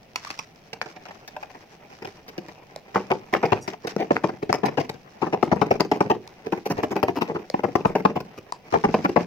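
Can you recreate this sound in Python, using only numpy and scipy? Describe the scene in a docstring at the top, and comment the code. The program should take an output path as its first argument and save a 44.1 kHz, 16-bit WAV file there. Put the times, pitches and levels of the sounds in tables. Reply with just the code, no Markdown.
"""Cut fruit in a lidded plastic box is shaken in bouts: each landing is a quick cluster of wet blows on a wall,
with stragglers in longer pauses. Noisy contact bursts excite resonances in four registers; single bursts clack.
First the lid taps and squeaks on a tiled counter and on the rim; short clicks ring. Slides are grainy noise.
Decaying noise gives the small kitchen's tail, over a faint steady hush."""
import sys
import numpy as np
from scipy import signal
from scipy.fft import rfft, irfft, next_fast_len
from scipy.io import wavfile
from scipy.ndimage import map_coordinates

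SR = 44100
rng = np.random.default_rng(int(sys.argv[2]) if len(sys.argv) > 2 else 0)


def output_pcm(signal):
    """Save a mono or channel-first signal as 16-bit PCM at the path in sys.argv[1].

    Samples are clipped to [-1, 1] before scaling.
    """
    pcm = np.clip(np.atleast_2d(signal).T, -1, 1) * 32767
    wavfile.write(sys.argv[1], SR, np.round(pcm).astype(np.int16))


N = 408366
RING_SAMPLES = 6144
LOAD_DETUNE = 0.041  # share by which the heap detunes the wall


def amp(db):
    """dB to amplitude."""
    return 10 ** (np.asarray(db) / 20)


def unit(x):
    """Scale to an RMS of one."""
    return x / np.sqrt(np.mean(x ** 2) + 1e-20)


def along(points, hz):
    """Interpolate (frequency [Hz], value) points on a log frequency axis."""
    point_hz, value = np.transpose(points)
    return np.interp(np.log(hz + 1), np.log(point_hz + 1), value)


def filtered(x, response):
    """Multiply the spectrum of x by a response of frequency."""
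    size = next_fast_len(N + 8192)
    hz = np.fft.rfftfreq(size, 1 / SR)
    return irfft(rfft(x, size) * response(hz), size)[..., :N]


def wobble(rate_hz):
    """Smooth random curve with rate_hz knots a second."""
    knots = rng.standard_normal(int(N * rate_hz / SR) + 4)
    return map_coordinates(knots, [np.arange(N) * rate_hz / SR])


def add(track, start_s, sound):
    """Mix a sound into a track at start_s."""
    part = track[:, max(round(start_s * SR), 0):][:, :sound.shape[1]]
    part += sound[:, :part.shape[1]]


# near reflections: (frequency [Hz], amplitude over direct sound [ratio])
SCATTER = [(100, 0.066), (400, 0.42), (1000, 1.02), (2500, 2.14), (6000, 1.66)]


def paths(lead_s=0.00012, swing_s=0.00006):
    """Box to both microphones: the left hears it first; box walls and tiles scatter it."""
    hz, t = np.fft.rfftfreq(RING_SAMPLES, 1 / SR), np.arange(RING_SAMPLES) / SR
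    delay_s = np.array([[0], [abs(rng.normal(lead_s, swing_s))]])
    direct = np.exp(-2j * np.pi * hz * delay_s)
    decay = amp(-60 * t / 0.008)
    near = unit(rng.standard_normal((2, RING_SAMPLES)) * decay) / np.sqrt(RING_SAMPLES)
    return direct + along(SCATTER, hz) * rfft(near)


# thump, knock, slap, snap: (low edge [Hz], high edge [Hz])
REGISTERS = [(100, 560), (490, 1400), (1300, 3400), (3500, 19000)]


def register_modes(table, detune=0):
    """Causal resonance responses by register, each randomly detuned by about the share detune."""
    f = np.fft.rfftfreq(RING_SAMPLES, 1 / SR)
    tuned = [(hz, hz * np.exp(detune * rng.standard_normal()), width, db) for hz, width, db in table]
    groups = []
    for low, high in REGISTERS:
        sos = signal.butter(3, [low, high], "band", fs=SR, output="sos")
        band = signal.sosfreqz(sos, f, fs=SR)[1]
        modes = [amp(db) * centre * width / (centre * centre - f * f + 1j * f * width)
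                 for hz, centre, width, db in tuned if low <= hz < high]
        groups.append(band * np.array(modes))
    return groups


def cluster(modes, length_s, levels_db, crest, fall_db, count, uneven_db=2.5):
    """Uneven contacts swell to the share crest of length_s, then fall; each drives the modes differently."""
    share = (np.arange(count) + rng.random(count)) / count
    at = np.clip((share - share[0]) * length_s * SR, 0, RING_SAMPLES // 2).astype(int)
    envelope_db = -fall_db * np.maximum(share - crest, 2 * (crest - share))
    size_db = uneven_db * rng.standard_normal(count) + envelope_db
    to_ears, sound = paths(), 0
    for register, (group, db) in enumerate(zip(modes, levels_db)):
        force = np.zeros((len(group), RING_SAMPLES))
        hardness = 1 + 0.012 * register  # higher registers favour the hard contacts
        force[:, at] = amp(hardness * size_db) * rng.standard_normal((len(group), count))
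        force /= np.linalg.norm(force, axis=1, keepdims=True)
        ring = irfft((rfft(force) * group).sum(0) * to_ears)
        energy = 0.5 * np.mean(ring ** 2) + np.mean(ring.mean(0) ** 2)  # sides and centre
        sound = sound + amp(db) * ring * np.sqrt(0.01 * SR / RING_SAMPLES / energy)
    return sound


# box resonances, from air and floor up to the stiff rim: (frequency [Hz], width [Hz], level [dB])
BOX = [(167.2, 22.5, -0.5), (203.5, 44, 2.5), (331.4, 82, 3), (398, 76, 1.5), (443.3, 84, 6.5),
       (609, 45, -5), (744, 63, -1.5), (835, 150, -4.5), (985, 106, -10), (1110, 530, -17),
       (1530, 620, -19.5), (1900, 560, -18), (2440, 540, -19.5), (3880, 600, -28.5), (5030, 690, -24),
       (5850, 350, -26.5), (14500, 1100, -52.5)]
# fruit hits a wall: (time [s], clatter length [s], strength [dB], wetness [dB])
LANDINGS = [(2.944, 0.038, -10, -2), (3.102, 0.026, -7, -12), (3.327, 0.025, -12, 0.5),
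            (3.362, 0.013, -17, -8), (3.428, 0.022, -9, -7.5), (3.45, 0.017, -18, 1),
            (3.519, 0.018, -9, -0.5), (3.677, 0.012, -24, 1.5), (3.87, 0.015, -25.5, 4.5),
            (3.982, 0.052, -15, -3.5), (4.106, 0.01297, -6.5, -14.5), (4.154, 0.024, -22, -8),
            (4.236, 0.019, -11, -4), (4.286, 0.019, -22, -10), (4.493, 0.013, -13.5, -13),
            (4.53, 0.031, -19, 5), (4.631, 0.019, -11.5, -14), (4.651, 0.023, -17.5, 7),
            (4.678, 0.018, -22, -6.5), (4.772, 0.022, -13.5, -1), (4.797, 0.022, -21.5, 0.5),
            (4.893, 0.01, -26.5, 1.5), (5.216, 0.028, -14.5, -16), (5.261, 0.026, -23, -13),
            (5.326, 0.024, -16, -3), (5.427, 0.0082, -12.5, -0.5), (5.515, 0.02, -12, 0),
            (5.614, 0.018, -13.5, 3.5), (5.707, 0.015, -14, 4.5), (5.798, 0.019, -16, 7),
            (5.914, 0.011, -14.5, 5), (6.005, 0.012, -13, 0.5), (6.098, 0.025, -13, 2),
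            (6.522, 0.016, -14.5, -4.5), (6.656, 0.019, -20, -1), (6.699, 0.028, -16.5, 3),
            (6.769, 0.038, -19, -8.5), (6.829, 0.023, -16, -2.5), (6.907, 0.028, -20, -3),
            (6.956, 0.024, -16.5, -11), (7.029, 0.0109, -14, 3.5), (7.08, 0.019, -16.5, -5.5),
            (7.156, 0.033, -18.5, -0.5), (7.21, 0.023, -18, 2.5), (7.277, 0.046, -15.5, -28),
            (7.346, 0.028, -18, -14.5), (7.54, 0.0079, -17, -15), (7.592, 0.0026, -26, -20),
            (7.634, 0.021, -15, -8), (7.753, 0.0093, -15, 1), (7.849, 0.017, -13, -5),
            (7.951, 0.018, -14.5, -3), (8.05, 0.013, -12, 2), (8.155, 0.023, -19.5, -7),
            (8.202, 0.011, -31.5, -7), (8.723, 0.043, -14, -5), (8.838, 0.018, -13, -1),
            (8.94, 0.011, -13, 3), (9.042, 0.022, -16.5, 1.5), (9.159, 0.019, -11, -0.5)]
# rows thump, knock, slap, snap:
# (level re strength [dB], change per dB over USUAL_DB [dB/dB], change per dB of wetness [dB/dB])
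LANDING_COLOUR = [(-2, -0.12, 0.1345), (-3, 0.0039, 0.17), (-13, -0.39, 0.36), (-25, -1.13, 1)]
# hold of the box per bout, softer or stiffer wall: (from time [s], thump [dB], knock [dB], slap [dB])
GRIPS = [(2.8, -4, -4, -1), (3.4, -1.5, -2, 1.5), (3.92, -0.5, -1.5, -1), (5.1, 2.5, 2, -1),
         (6.3, 1, -2.5, -2), (7.45, 2.5, 3, 0), (8.6, 3, 2.5, 1)]
# straggler levels re landing: (thump [dB], knock [dB], slap [dB], snap [dB])
STRAGGLE_DB = [-12, -20, -16.5, -15.5]
USUAL_DB = -15.5
SWELL_S = 0.068  # longer landings peak later, halfway at most
STRAGGLE_AFTER_S, STRAGGLE_LENGTH_S, STRAGGLE_PAUSE_S = 0.03, 0.04, 0.084


def fruit():
    """The heap slams a wall it detunes; stragglers follow in longer pauses."""
    track = np.zeros((2, N))
    base_db, by_strength, by_wetness = np.transpose(LANDING_COLOUR)
    pauses_s = np.diff([row[0] for row in LANDINGS], append=N / SR)
    for (s, length_s, db, wet_db), pause_s in zip(LANDINGS, pauses_s):
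        loaded = register_modes(BOX, LOAD_DETUNE)
        wall_db = [(*colour, 0) for start_s, *colour in GRIPS if start_s < s][-1]
        levels_db = db + base_db + by_strength * (db - USUAL_DB) + by_wetness * wet_db + wall_db
        crest = min(length_s / SWELL_S, 0.5)
        add(track, s, cluster(loaded, length_s, levels_db, crest, fall_db=12.5, count=28))
        if pause_s > STRAGGLE_PAUSE_S:
            straggle_db = levels_db + np.array(STRAGGLE_DB) + rng.normal()
            stragglers = cluster(loaded, STRAGGLE_LENGTH_S, straggle_db, crest=0.54, fall_db=51,
                                 count=12, uneven_db=6.0)
            add(track, s + STRAGGLE_AFTER_S, stragglers)
    return track


# firm piece or lid edge on plastic: (time [s], knock [dB], slap [dB], snap [dB])
CLACKS = [(0.8145, -28, -27, -37), (2.958, -16, -47, -50), (3.1163, -23.5, -26, -39.5),
          (3.3378, -19.5, -20, -37), (3.35, -18.5, -32, -49), (3.531, -22.5, -28, -38),
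          (4.1662, -26.5, -24, -48), (4.528, -16, -26, -25.5), (5.8068, -19, -30, -25.5),
          (6.8345, -24.5, -30.5, -45), (6.9653, -22, -35, -43.5), (7.0289, -19.5, -33, -41.5),
          (7.084, -21.5, -39, -50), (7.2209, -22.5, -30.5, -41), (8.7407, -19, -32, -44)]
# struck patch of wall, strongly damped: (frequency [Hz], width [Hz], level [dB])
PATCH = [(446, 86, -2), (867, 660, 0), (2090, 650, 0), (4900, 520, 0)]
CLACK_THUMP_DB = -18.5  # re knock


def clacks():
    """Single hard contacts, each ringing a differently loaded patch of wall."""
    track = np.zeros((2, N))
    for s, knock_db, slap_db, snap_db in CLACKS:
        patch = register_modes(PATCH, 2 * LOAD_DETUNE)
        levels_db = [knock_db + CLACK_THUMP_DB, knock_db, slap_db, snap_db]
        add(track, s, cluster(patch, 0, levels_db, crest=0, fall_db=0, count=1))
    return track


# soft low thuds: (time [s], length [s], strength [dB])
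THUDS = [(3.838, 0.023, -26), (3.962, 0.0038, -20.5), (4.419, 0.018, -22.5), (6.447, 0.045, -24.5),
         (9.088, 0.014, -22)]
# thud levels re strength: (thump [dB], knock [dB], slap [dB], snap [dB])
THUD_DB = [2.5, -9, -16.5, -24.5]


def thuds(modes):
    """Soft low thuds with little knock: contact clusters weighted to the lowest box modes."""
    track = np.zeros((2, N))
    for s, length_s, db in THUDS:
        levels_db = db + np.array(THUD_DB)
        add(track, s, cluster(modes, length_s, levels_db, crest=0.47, fall_db=26, count=14))
    return track


# lid taps and catches, on counter then rim: (time [s], strength [dB], sharpness [dB], hand's thump re strength [dB])
LID = [(0.159, -22.5, -8.5, -29), (0.303, -29, -6.5, -11), (0.39, -27.5, -5.5, -17),
       (0.73, -31.5, -6.5, -5), (0.816, -31.5, -8.5, -7), (0.858, -34.5, -15, -3), (0.961, -37, -12.5, -8),
       (1.054, -35.5, -12, -21), (1.084, -37, -13.5, -7.5), (1.107, -34, -15.5, -22),
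       (1.277, -37.5, -5.5, -14), (1.364, -26.5, -21, -23), (1.427, -29.5, -16.5, -28),
       (1.498, -39.5, -12.5, -21), (1.547, -38, -17, -4.5), (2.02, -35, -11, 2), (2.047, -30, -12.5, -4.5),
       (2.073, -36.5, -12.5, 1.5), (2.281, -41, -4.5, 1.5), (2.379, -34, -8, 8), (2.484, -37, -12, -1.5),
       (3.735, -29.5, -18, -19), (8.377, -38, -9.5, 5)]
# rows knock, slap, snap: (level re strength [dB], change per dB of sharpness [dB/dB])
TAP_COLOUR = [(-5.5, -0.15), (-0.5, 0.54), (2.5, 1.4)]
# loose lid resonances: (frequency [Hz], width [Hz], level [dB])
LOOSE_LID = [(378, 190, -12), (805, 47, 0), (1170, 420, 6.5), (2610, 2200, -3), (2550, 460, 21),
             (5400, 1300, 10), (14600, 690, -52)]
# taps ring the box modes between: (start time [s], end time [s]); otherwise the loose lid's
SEATING = (.6, 4)


def lid(box_modes, length_s=0.011):
    """A tap and short chatter of the lid's edge; the lighter the touch, the longer it drags."""
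    track, loose = np.zeros((2, N)), register_modes(LOOSE_LID)
    base_db, by_sharpness = np.transpose(TAP_COLOUR)
    for s, db, sharp_db, thump_db in LID:
        levels_db = db + np.append(thump_db, base_db + by_sharpness * sharp_db)
        drag = amp(-0.45 * (db + 30))
        modes = box_modes if SEATING[0] < s < SEATING[1] else loose
        add(track, s, cluster(modes, length_s * drag, levels_db, crest=0, fall_db=10.5, count=10))
    return track


# short single clicks with a pitched ring: (time [s], ring pitch [Hz], ring [dB], snap [dB])
CLICKS = [(0.158, 1110, -25.5, -32.5), (2.761, 610, -32.5, -41), (6.276, 900, -46, -45.5),
          (7.5, 524, -29.5, -34.5), (8.5227, 990, -25.5, -35.5)]


def clicks(width_hz=130, snap_hz=4900, snap_width_hz=2200, slap_re_snap_db=-5):
    """One impulse excites a broad snap and a pitched resonance that rings for a few cycles."""
    track = np.zeros((2, N))
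    low, _, high, _ = PATCH
    for s, hz, ring_db, snap_db in CLICKS:
        modes = register_modes([low, (hz, width_hz, 0), high, (snap_hz, snap_width_hz, 0)])
        levels_db = [ring_db + CLACK_THUMP_DB, ring_db, snap_db + slap_re_snap_db, snap_db]
        add(track, s, cluster(modes, 0, levels_db, crest=0, fall_db=0, count=1))
    return track


# lid edge on tiles, later thinly on the rim:
# (time [s], length [s], pitch [Hz], level [dB], strongest harmonic [number])
SQUEAKS = [(0.266, 0.02, 1172, -34, 1), (3.609, 0.07, 955, -45.5, 6)]


def squeak(rolloff_db=19, sag=0.02, rough_db=4):
    """Stick-slip of plastic: a rough tone starts quickly, then sags and fades as the slip slows."""
    t, sound = np.arange(N) / SR, 0
    waver, rough = 1 + 0.005 * wobble(500), amp(rough_db * wobble(900))
    for s, length_s, hz, db, strongest in SQUEAKS:
        u = np.clip((t - s) / length_s, 0, 1)
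        phase = 2 * np.pi * np.cumsum(hz * waver * (1 + sag * (0.5 - u))) / SR
        tone = 0
        for k in range(1, 14):
            loss_db = rolloff_db * np.sqrt(abs(np.log2(k / strongest))) + rolloff_db * (k < strongest - 1)
            tone = tone + amp(-loss_db) * np.sin(k * phase)
        sound = sound + amp(db) * np.sin(np.pi * np.sqrt(u)) ** 2 * tone
    return rough * sound


HISS_DB, STIR_DB, STIR_DECAY_S = -59.5, -29.5, 0.032  # STIR_DB re landing strength


def hiss_and_stir_db():
    """Level of a constant faint hiss plus a decaying stir after each landing."""
    kicks = np.zeros(N)
    for s, _, db, _ in LANDINGS:
        kicks[round(s * SR)] = amp(db + STIR_DB) ** 2
    stir = signal.lfilter([1], [1, -np.exp(-2 / (STIR_DECAY_S * SR))], kicks)
    return 10 * np.log10(amp(HISS_DB) ** 2 + stir)


HANDLED_S = 0.72  # hands reach the box


def settling(modes, level_db, count=110):
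    """While the box is handled, pieces shift and brush its walls, louder just after landings."""
    track = np.zeros((2, N))
    share = (np.arange(count) + rng.random(count)) / count
    for s in HANDLED_S + (N / SR - HANDLED_S) * share:
        db = level_db[min(int(s * SR), N - 1)] + rng.normal()
        levels_db = db + np.array([12.5, 13.5, 8.0, -4.5])
        add(track, s, cluster(modes, 0.046, levels_db, crest=0.98, fall_db=3.0, count=20))
    return track


# lid over counter and rim, then fruit along a wall: (time [s], length [s], level [dB])
SLIDES = [(0.166, 0.18, -43), (0.336, 0.11, -48), (0.817, 0.11, -51.5), (1.028, 0.74, -59.5),
          (1.874, 0.33, -57.5), (2.384, 0.15, -56.5), (3.675, 0.031, -39.5), (3.887, 0.03, -36),
          (8.702, .53, -47.5)]
# sliding spectrum: (frequency [Hz], level per Hz [dB])
SCRAPE = [(250, -33), (500, -7), (1100, 2.5), (2300, -0.5), (3500, -6.5), (5700, -2), (8500, -23.5),
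          (15000, -28)]
SLIDE_ATTACK_S, SLIDE_RELEASE_S = 0.004, 0.0042


def slide(level_db, grain_db=4, catch_db=2.5):
    """Noise of fluctuating level: slides start and stop quickly over the constant hiss and the stirs."""
    t, power = np.arange(N) / SR, amp(level_db) ** 2
    for s, length_s, db in SLIDES:
        attack = np.clip((t - s) / SLIDE_ATTACK_S, 0, 1)
        release = np.exp(-np.maximum(t - s - length_s, 0) / SLIDE_RELEASE_S)
        power = power + (amp(db) * attack * release) ** 2
    grains = rng.standard_normal((2, N)) * amp(grain_db * wobble(400) + catch_db * wobble(30))
    return np.sqrt(power) * unit(filtered(grains, lambda hz: amp(along(SCRAPE, hz))))


# lift of the top band over time, crisper or duller: (time [s], lift [dB])
TOP_LIFT = [(.9, 5), (1.4, 14.5), (5.5, 10.5), (7.1, 19.5), (9, 13.5)]


def radiated(x, dip=0.35, dip_hz=9400, dip_width_hz=1900, top_hz=11500.0):
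    """Plastic radiates little between its two top rings; the top band is lifted by an amount that varies."""
    x = filtered(x, lambda hz: 1 - dip * np.exp(-((hz - dip_hz) / dip_width_hz) ** 2))
    top = filtered(x, lambda hz: hz ** 8 / (hz ** 8 + top_hz ** 8))
    lift_db = np.interp(np.arange(N) / SR, *np.transpose(TOP_LIFT))
    return x + top * (amp(lift_db) - 1)


# room decay: (frequency [Hz], T60 [s])
KITCHEN = [(150, 0.42), (800, 0.16), (5000, 0.18), (14000, 0.073)]


def kitchen(x):
    """Room tail of decaying noise, redrawn every seventh of a second."""
    wet, step = np.zeros((2, N)), SR // 7
    for start in range(0, N, step):
        hz, t, z = signal.stft(rng.standard_normal((2, SR // 2)), SR, nperseg=256)
        decay = amp(-60 * t / along(KITCHEN, hz)[:, None])
        tail = signal.istft(z * decay, SR, nperseg=256)[1]
        tail = tail + 0.5 * tail[::-1]  # microphones close together
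        tail = tail / np.linalg.norm(tail[0])
        add(wet, start / SR + 0.009, signal.fftconvolve(x[None, start:start + step], tail, axes=1))
    return wet


# room noise spectrum: (frequency [Hz], level per Hz [dB])
HUSH = [(60, 0), (160, 9), (300, 2.5), (800, 2.5), (1250, -16.5), (2500, -8), (3600, -18), (6500, -40),
        (15000, -26.5)]


def hush(level_db=-53, apart_hz=900):
    """Steady room noise, nearly alike on both sides in the bass."""
    mid, side = filtered(rng.standard_normal((2, N)), lambda hz: amp(along(HUSH, hz)))
    side = filtered(side, lambda hz: 0.11 + hz / (hz + apart_hz))
    return amp(level_db) * unit(np.array([mid + side, mid - side]))


def scene():
    """Blows lean left; lid, settling, clicks, slides and squeaks join them in the kitchen, over the hush."""
    modes, level_db = register_modes(BOX), hiss_and_stir_db()
    blows = radiated(fruit() + thuds(modes) + clacks()) * amp([[1.2], [-1.5]])  # left, right [dB]
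    handling = radiated(lid(modes) + settling(modes, level_db))
    box = blows + handling + clicks() + slide(level_db) + squeak()
    return box + amp(-14.0) * kitchen(box.mean(0)) + hush()


TOP_HZ = 15900


def record(dry):
    """Round off the highest peaks, then cut steeply above TOP_HZ."""
    held = dry / (1 + np.abs(dry / 0.95) ** 6) ** (1 / 6)
    return filtered(held, lambda hz: 1 / np.sqrt(1 + (hz / TOP_HZ) ** 160))


dry = scene()
out = record(dry)
output_pcm(out)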